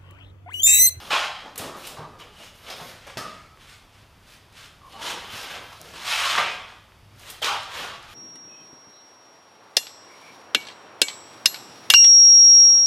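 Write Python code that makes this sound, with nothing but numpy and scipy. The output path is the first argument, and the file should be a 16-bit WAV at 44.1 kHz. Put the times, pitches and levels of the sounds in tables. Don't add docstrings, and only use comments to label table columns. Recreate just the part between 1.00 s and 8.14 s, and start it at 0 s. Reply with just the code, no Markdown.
import sys
import numpy as np
from scipy import signal
from scipy.fft import rfft, irfft
from scipy.io import wavfile

SR = 44100
rng = np.random.default_rng(int(sys.argv[2]) if len(sys.argv) > 2 else 0)


def volts(x):
    e = np.asarray(x, float) / 20
    return 10 ** e


def to_wav(s):
    ch = np.atleast_2d(s).T
    pcm = np.round(np.clip(ch, -1, 1) * 32767)
    wavfile.write(sys.argv[1], SR, pcm.astype(np.int16))


N = 314874
STEP = 32


def at_hz(points, hz):
    table = np.array(points)
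    return np.interp(np.log(hz), np.log(table[:, 0]), table[:, 1])


def rms_one(x):
    return x / np.sqrt(np.mean(x ** 2) + 1e-20)


def coloured(x, spectrum):
    size = x.shape[-1]
    hz = np.maximum(np.arange(size // 2 + 1) * SR / size, 1)
    return irfft(rfft(x) * volts(at_hz(spectrum, hz)), size)


def band(x, low_hz, high_hz):
    edges_hz = [low_hz, min(high_hz, .45 * SR)]
    return signal.sosfilt(signal.butter(2, edges_hz, "band", fs=SR, output="sos"), x + 1e-18)


def resonance(x, hz, width_hz):
    r = np.exp(-np.pi * width_hz / SR)
    poles = [1, -2 * r * np.cos(2 * np.pi * hz / SR), r * r]
    return signal.lfilter([(1 - r * r) / 2, 0, (r * r - 1) / 2], poles, x + 1e-18)


def steps():
    return np.arange(N // STEP + 2) * STEP / SR


def drift(rate_hz):
    r = np.exp(-2 * np.pi * rate_hz * STEP / SR)
    wander = signal.lfilter([1], [1, -2 * r, r * r], rng.standard_normal(len(steps()) + 2000))
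    return rms_one(wander[2000:])


def grit(per_s, spread_db):
    sizes = volts(spread_db * np.minimum(rng.exponential(1, N), 5)) * rng.choice([-1, 1], N)
    return rms_one(sizes * (rng.random(N) < per_s / SR))


def strokes(rows, colour, release_s, hz):
    pivot_hz = 2500
    s, rise, hold, db, tilt = np.transpose(rows)[:, :, None]
    late = steps() - s
    rising = late / np.maximum(rise, 1 / SR)
    falling = (hold - late) / release_s
    shape_db = 20 * np.minimum(np.minimum(rising, falling), 0)
    band_db = db + at_hz(colour, hz) + tilt * np.log2(hz / pivot_hz)
    return (volts(band_db) ** 2).T @ volts(shape_db) ** 2


def rubbing():
    # full_contact_s, rise_s, hold_s, level_db, tilt_db_per_octave
    slides = [(0, .05, 0.13, -47.5, -5), (.107, 0.006, 0.065, -23.5, -1), (.2, .03, 0.044, -31.5, -1),
              (.3, .03, 0.12, -45.5, -2.5), (3.93, 0.075, 0.037, -49, 1.5), (4.03, 0.053, 0.084, -33, 2.5),
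              (4.2, 0.18, 0.059, -41.5, -1.5), (4.31, 0.041, 0.12, -38.5, 1), (4.44, .05, .13, -38, -0.5),
              (4.62, 0.055, 0.12, -49.5, -4), (4.96, 0.059, 0.096, -39, 1.5),
              (5.085, 0.057, 0.033, -26.5, 2.5), (5.13, 0.1, 0.083, -26, 1.5),
              (5.24, 0.057, 0.073, -24.5, 1), (5.33, 0.027, 0.067, -25, -1),
              (5.385, 0.012, 0.021, -24.5, -3), (5.44, .03, 0.1, -36, -2), (5.6, 0.064, 0.12, -48.5, -2),
              (5.75, 0.046, 0.045, -57, -3), (6.43, 0.012, 0.042, -25, 1), (6.49, .02, 0.058, -32, -2),
              (6.6, .02, 0.032, -41.5, 0.5), (6.75, 0.12, 0.1, -33.5, 0), (6.88, 0.036, 0.075, -42.5, -2.5),
              (7.03, 0.057, 0.12, -47.5, -1)]
    presses = [(.455, 0.034, 0.029, -39, 0.5), (.6, 0.029, 0.074, -39.5, -1),
               (.75, 0.011, .03, -42.5, -0.5), (.86, 0.044, 0.077, -47, -1), (.97, 0.005, 0.019, -39, 2),
               (1.02, .02, 0.049, -57.5, -4.5), (1.07, .02, 0.039, -54, 6), (1.13, .02, 0.073, -57, -2.5),
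               (1.21, .02, 0.068, -48.5, 1.5), (1.4, 0.037, 0.014, -46, 0), (1.69, 0.067, 0.028, -41, 0),
               (1.79, 0.016, 0.041, -44.5, 0), (1.89, .03, 0.033, -50, 0), (2.07, 0.0077, 0.013, -36, 3.5),
               (2.172, 0.0036, 0.03, -36, 1.5), (2.25, 0.024, 0.035, -59.5, -6.5),
               (2.35, 0.022, 0.093, -51, 8), (3.97, 0.15, 0.064, -46, 0), (4.05, 0.078, 0.1, -35, 1.5),
               (4.36, 0.18, 0.25, -46, 0), (4.81, 0.024, 0.21, -53, -2), (5.4, .04, 0.025, -49, 5),
               (6.3, 0.17, 0.017, -44, 1.5), (6.44, .015, 0.019, -28, 3), (6.82, 0.2, 0.02, -33, 2.5)]
    brushes = [(.558, 0.0076, 0.0097, -44, -4.5), (.581, 0.0046, 0.016, -36.5, 3),
               (.61, 0.0087, 0.056, -42.5, 1.5), (.8, 0.15, 0.054, -46, -1.5),
               (.865, 0.07, .015, -40.5, 3.5), (1.195, 0.0092, 0.028, -47, -3.5),
               (1.4, 0.11, 0.065, -47.5, 1), (1.6, 0.14, .04, -56, -4.5), (1.69, 0.069, 0.032, -39.5, -1),
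               (1.77, .03, 0.078, -47, -0.5), (1.88, .03, 0.031, -45.5, 0), (1.95, .03, 0.14, -51.5, -1.5),
               (2.07, 0.025, 0.035, -47, -1.5), (2.172, 0.0014, 0.0095, -34.5, 2),
               (2.21, .01, 0.13, -46, -3.5), (2.61, 0.07, 0.056, -52.5, 0), (2.69, 0.045, 0.058, -50, 0.5),
               (2.93, 0.046, 0.089, -59, -1), (3.3, 0.12, 0.042, -52, 1.5), (3.57, 0.061, 0.076, -45.5, 0),
               (4.83, 0.058, 0.091, -50, 0.5), (6.2, 0.1, 0.11, -52, 1), (6.29, 0.068, 0.017, -41, 2.5),
               (6.35, .02, .03, -54, -5)]
    rustles = [(0, 0.043, 0.12, -48, -4), (.77, .02, 0.09, -62, 2.5), (1.19, 0.0091, 0.018, -61, 0),
               (1.55, .04, 0.15, -63.5, 0), (1.76, .03, 0.14, -60, 1.5), (2.06, .03, 0.083, -74, -6),
               (3.87, .04, .08, -65, -1), (4.32, 0.031, 0.12, -52, 0), (4.5, .03, .04, -59, 0.5),
               (4.63, .04, 0.27, -56.5, -3), (4.9, 0.025, .06, -62, -2), (5.03, .04, 0.045, -56, 0.5),
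               (6.19, .03, 0.037, -70, 3.5), (6.78, 0.076, 0.042, -55.5, 1.5), (7.1, .04, .05, -61, 0),
               (4.2, .04, .08, -58, -2.5)]
    # hz, level_db
    slide_colour = [(250, -34), (550, -17), (850, -9.5), (1300, -3.5), (1900, -6), (3100, -4),
                    (5600, -10.5), (11000, -19)]
    press_colour = [(200, -14.5), (480, -5), (850, -6), (1220, -6), (1540, -10.5), (3100, -19), (5600, -20),
                    (11000, -40)]
    brush_colour = [(200, -37), (480, -20), (850, -15.5), (1300, -6), (1900, -5.5), (3100, -4), (5600, -8),
                    (11000, -12)]
    rustle_colour = [(1300, -23), (3100, 0), (5600, 2.5), (8000, -5.5), (11000, 7), (15000, 2.5)]
    # mode_hz, width_hz, level_db
    board = [(1155, 180, 2), (3150, 4400, 3.5), (690, 300, 2.5), (4330, 200, -5.5)]

    edges_hz = 136 * 2 ** np.arange(0, 7.1, 1 / 3)
    centres_hz = np.sqrt(edges_hz[1:] * edges_hz[:-1])
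    power = strokes(slides, slide_colour, 0.066, centres_hz)
    power = power + strokes(presses, press_colour, 0.071, centres_hz)
    power = power + strokes(brushes, brush_colour, 0.081, centres_hz)
    power = power + strokes(rustles, rustle_colour, .04, centres_hz)

    slips = [grit(9000, spread_db=2.5) for _ in range(2)]
    surge = drift(50)
    out = np.zeros(N)
    for k, (low_hz, high_hz, hz) in enumerate(zip(edges_hz, edges_hz[1:], centres_hz)):
        slope_db = -14.5 * max(np.log2(hz / 11000), 0) - 5.5
        waver_db = 1.2 * surge + .9 * drift(10)
        gain = np.sqrt(power[k]) * volts(slope_db + waver_db)
        noise = rms_one(band(slips[k % 2], low_hz, high_hz))
        out += np.interp(np.arange(N) / SR, steps(), gain) * noise
    return out + sum((volts(db) - 1) * resonance(out, hz, width) for hz, width, db in board)


def room_tone():
    # hz, level_db_per_hz
    air = [(12, -50), (22, -1.5), (101, 0.5), (319, -12.5), (1150, -12.5), (1660, -17.5), (3740, -19.5),
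           (4060, -27), (4540, -21), (7110, -30.5), (11800, -31.5), (14700, -37), (16000, -36)]
    # time_s, level_db
    hum_swell = [(0, -16), (1.5, 9), (2.5, 5.5), (3.7, 3.5), (4.6, 11.5), (7.14, 12)]
    # hz, level_db
    self_noise = [(30, -74), (120, -87), (300, -85), (1000, -100), (5000, -103.5), (8000, -100),
                  (15000, -93)]
    mid = volts(-55) * rms_one(coloured(rng.standard_normal(N), air))
    hum = rms_one(resonance(rng.standard_normal(N), 100, width_hz=4.2))
    hum_db = -73 + np.interp(np.arange(N) / SR, *np.transpose(hum_swell))
    side = coloured(rng.standard_normal(N), self_noise) * volts(21.0)
    return mid + volts(hum_db) * hum, side


def squeaks():
    # start_s, length_s, pitch_hz, width_hz, level_db
    locked = [(.115, 0.074, 1076, 250, -31), (.11, 0.084, 2620, 1460, -30), (0.69, 0.029, 1144, 170, -42.5),
              (0.744, 0.038, 1150, 300, -46.5), (0.967, 0.033, 1120, 160, -43), (1.4, 0.05, 2900, 400, -55),
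              (1.198, 0.045, 2950, 400, -54), (1.362, .04, 2950, 400, -57), (.968, .1, 850, 700, -48),
              (1.03, .05, 1180, 150, -50), (1.4, 0.04, 560, 150, -55), (1.699, 0.072, 5080, 830, -50),
              (2.171, 0.039, 5200, 900, -45), (2.182, 0.11, 1240, 180, -43), (4.29, .08, 3000, 200, -52),
              (6.462, .06, 1150, 300, -33), (6.5, .1, 900, 400, -36), (6.455, .04, 3200, 700, -33),
              (1.4, 0.025, 1000, 150, -57), (0.84, 0.064, 2860, 630, -52.5),
              (5.241, 0.05, 1145, 190, -32.5), (5.4, 0.12, 2320, 1100, -36.5),
              (5.378, 0.035, 1170, 260, -26), (6.424, 0.031, 3200, 620, -30.5),
              (0.09, 0.034, 1130, 120, -48), (.11, 0.118, 740, 200, -41), (0.24, .09, 782, 150, -45),
              (2.172, 0.043, 1720, 120, -45), (2.172, 0.035, 554, 200, -45.5), (4.8, .05, 650, 300, -58),
              (5.2, 0.044, 1220, 260, -36), (5.415, 0.035, 1260, 140, -33),
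              (5.375, 0.034, 2200, 500, -31.5), (.592, 0.055, 650, 240, -47), (.99, 0.039, 420, 200, -50),
              (1.025, 0.032, 1130, 200, -51), (4.045, .04, 510, 170, -49), (1.705, 0.057, 646, 200, -49),
              (2.065, .04, 600, 200, -52.5), (3.94, 0.043, 1120, 110, -53), (1.665, 0.024, 2600, 2300, -45),
              (1.795, 0.052, 1000, 830, -51), (1.73, 0.065, 3600, 500, -54)]
    white = rng.standard_normal((len(locked), SR // 4))
    t, out = np.arange(SR // 4) / SR, np.zeros(N)
    for noise, (s, length, hz, width, db) in zip(white, locked):
        gate = np.clip(np.minimum(t / 0.00032, (length - t) / 0.027), 0, 1)
        tone = rms_one(resonance(resonance(noise, hz, width), hz, width))
        out[round(s * SR):][:len(t)] += volts(db + 5.0) * gate * tone
    return out


def knocks():
    # start_s, peak_db, low_above_peak_db, bright_above_peak_db, contact_s
    edge_knocks = [(0.104, -24, -5, -28, 0.0081), (0.558, -30, -13, 3, 0.0039), (.578, -31, -1, 13, 0.011),
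                   (.9677, -60, 22, -14, 0.026), (1.1854, -51, 3, -20, 0.014), (1.396, -46, 4, -7, 0.0071),
                   (1.701, -25, -14, -12, 0.018), (2.068, -40, -14, -4, 0.014), (2.171, -24, 0, -29, 0.012),
                   (5.06, -30, -5, -14, 0.01), (5.379, -21, -7, -20, 0.0035), (5.388, -22, -21, -16, 0.004),
                   (6.418, -25, 5.5, -9, 0.014), (6.424, -34, -14, 2, 0.0087), (0.46, -45, 7, -15, 0.01),
                   (.748, -64, 9, -6, .012), (0.869, -37, -1, 12, 0.0085), (6.3, -38.5, -8, 12, 0.012),
                   (6.444, -10, -19, -16, 0.0073), (6.462, -22, -1, -10, 0.0069),
                   (0.132, -13.5, -1, -25, 0.0049), (4.553, -37, 4, -14, 0.01)]
    crunch = grit(12000, spread_db=1.5)
    out, t = np.zeros(N), np.arange(SR // 5) / SR
    ranges_hz = [(300, 810), (1500, 5700), (6000, 15200)]
    low, middle, bright = [rms_one(band(band(crunch, *hz), *hz)) for hz in ranges_hz]
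    for s, db, low_db, bright_db, contact in edge_knocks:
        start = round(s * SR)
        span = slice(start, start + len(t))
        shape = burst(t, 0.00018, max(contact, .001))
        mixed = volts(low_db) * low[span] + middle[span] + volts(bright_db) * bright[span]
        out[span] += volts(db - 8.5) * shape * mixed
    return out


def burst(t, rise_s, fall_s):
    return (1 - np.exp(-t / rise_s)) * np.exp(-t / fall_s)


def ticks():
    # start_s, peak_db, low_hz, high_hz
    grains = [(2.5737, -45, 500, 3200), (5.381, -18, 900, 3500), (5.353, -19, 900, 4000),
              (6.656, -44, 3000, 9000), (4.556, -32, 1500, 5000), (5.244, -20, 900, 4000),
              (.14, -19, 1000, 4000), (.153, -20, 1000, 4000), (4.104, -28, 800, 4000),
              (4.815, -29, 3000, 17500), (3.5264, -49, 5000, 16000), (3.925, -44, 1800, 9000),
              (5.9207, -46.5, 500, 2560), (6.196, -45, 5000, 13000), (6.633, -40, 5000, 11000),
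              (7.0284, -45, 4500, 11000), (6.234, -42, 600, 2800), (7.0574, -52, 2000, 6000)]
    snap_s = .00025
    out, t = np.zeros(N), np.arange(800) / SR
    noise = rng.standard_normal((len(grains), 800))
    for crackle, (s, db, low_hz, high_hz) in zip(noise, grains):
        snap = crackle * np.exp(-t / snap_s)
        click = band(band(snap, low_hz, high_hz), low_hz, high_hz)
        out[round(s * SR):][:800] += volts(db + 3.0) * click / np.max(np.abs(click))
    return out


def thuds():
    # start_s, peak_db, pitch_hz
    flexes = [(0.596, -31, 103), (.63, -53, 100), (0.986, -33, 106), (1.811, -37.5, 168), (2.166, -33, 124),
              (3.96, -43, 169), (4.334, -38.5, 116), (0.658, -45, 102), (1.011, -48, 100)]
    t, out = np.arange(SR // 3) / SR, np.zeros(N)
    puff = rms_one(band(rng.standard_normal(N), 118, 290))
    for s, db, hz in flexes:
        start = round(s * SR)
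        span = slice(start, start + len(t))
        flex = burst(t, 0.0036, 0.015) * np.sin(2 * np.pi * hz * t)
        air = 0.39 * burst(t, 0.0072, 0.044) * puff[span]
        out[span] += volts(db - 1.0) * (flex + air)
    return out


def squeals():
    # start_s, length_s, from_hz, to_hz, level_db
    glides = [(3.806, 0.093, 1116, 1055, -54), (3.928, 0.065, 770, 830, -51),
              (3.986, 0.076, 893, 1022, -46), (4.059, 0.068, 1008, 900, -48),
              (3.89, 0.123, 4370, 4300, -64), (3.921, 0.093, 2980, 2930, -56), (2.33, .1, 1290, 1240, -54),
              (2.435, .035, 1320, 1340, -58), (2.5, .05, 1270, 1310, -63), (2.405, .09, 2200, 2210, -63),
              (2.24, .07, 1260, 1240, -50)]
    width_hz, edge_s, rough = 80, 0.012, .8
    white = rng.standard_normal((len(glides), 2, SR // 4))
    t, out = np.arange(SR // 4) / SR, np.zeros(N)
    for noise, (s, length, from_hz, to_hz, db) in zip(white, glides):
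        one, other = rms_one(signal.lfilter(*signal.butter(2, width_hz, fs=SR), noise))
        phase = 2 * np.pi * (from_hz * t + (to_hz - from_hz) * t ** 2 / (2 * length))
        gate = np.clip(np.minimum(t, length - t) / edge_s, 0, 1)
        tone = (1 + rough * one) * np.sin(phase) + rough * other * np.cos(phase)
        out[round(s * SR):][:len(t)] += volts(db) * gate * tone
    return out


def workshop(x):
    # hz, t60_s
    room_t60 = [(100, 0.7), (500, 0.63), (1500, 0.59), (4000, 0.62), (8000, 0.45), (15000, 0.26)]
    # hz, side_minus_mid_db
    side_leak = [(60, -24), (400, -21.5), (1000, -30.5), (2500, -31.5), (4500, -31.5), (8000, -29),
                 (14000, -21)]
    direct_share = 0.56
    direct_leak = 0.9
    places = 150

    t, white, layers = np.arange(SR * 3 // 4) / SR, rng.standard_normal((2, SR * 4)), []
    edges_hz = 45 * 2. ** np.arange(0, 9.1, .5)
    for k, (low_hz, high_hz) in enumerate(zip(edges_hz, edges_hz[1:])):
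        t60 = at_hz(room_t60, np.sqrt(low_hz * high_hz))
        unit_energy = np.sqrt(2 * np.log(1000) / (t60 * SR))
        fade = volts(-60 * t / t60) * np.clip(t / .008, 0, 1) * unit_energy
        layers.append((fade, band(white[k % 2], low_hz, high_hz)))

    hop, wet = N // places + 1, np.zeros((2, N))
    padded = np.pad(x, (hop, 2 * hop))
    window = np.sin(np.pi * np.arange(2 * hop) / (2 * hop))
    for place in range(places + 1):
        tail = sum(fade * noise[place * 2111 % (3 * SR):][:len(t)] for fade, noise in layers)
        answer = signal.fftconvolve(window * padded[place * hop:][:2 * hop], tail)
        start = (place - 1) * hop
        part = wet[place % 2, max(start, 0):start + len(answer)]
        part += answer[max(-start, 0):][:len(part)]
    wet *= np.sqrt(1 - direct_share)

    mid = np.sqrt(direct_share) * x + wet[0] + wet[1]
    quarter_turn = irfft(1j * rfft(x), N)
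    side = coloured(wet[0] - wet[1] + direct_leak * quarter_turn, side_leak)
    return mid, side


def scene():
    rub, squeak = rubbing(), squeaks()
    near = 0.46 * thuds() + 0.33 * knocks()
    snaps, thin = ticks(), squeals()
    mid, side = workshop(rub + squeak + thin + 1.57 * near + 0.54 * snaps)
    air_mid, air_side = room_tone()
    mid = mid + near + .4 * thin + 1.04 * snaps + air_mid
    side = side + air_side
    return np.array([volts(0.91) * (mid + side), volts(0.99) * (mid - side)])


def band_limit(x):
    return signal.sosfilt(signal.butter(12, 16510, fs=SR, output="sos"), x)


def record(dry):
    top_cut = signal.cheby2(14, 60, 15950, fs=SR, output="sos")
    return band_limit(signal.sosfilt(top_cut, dry))


dry = scene()
out = record(dry)
to_wav(out)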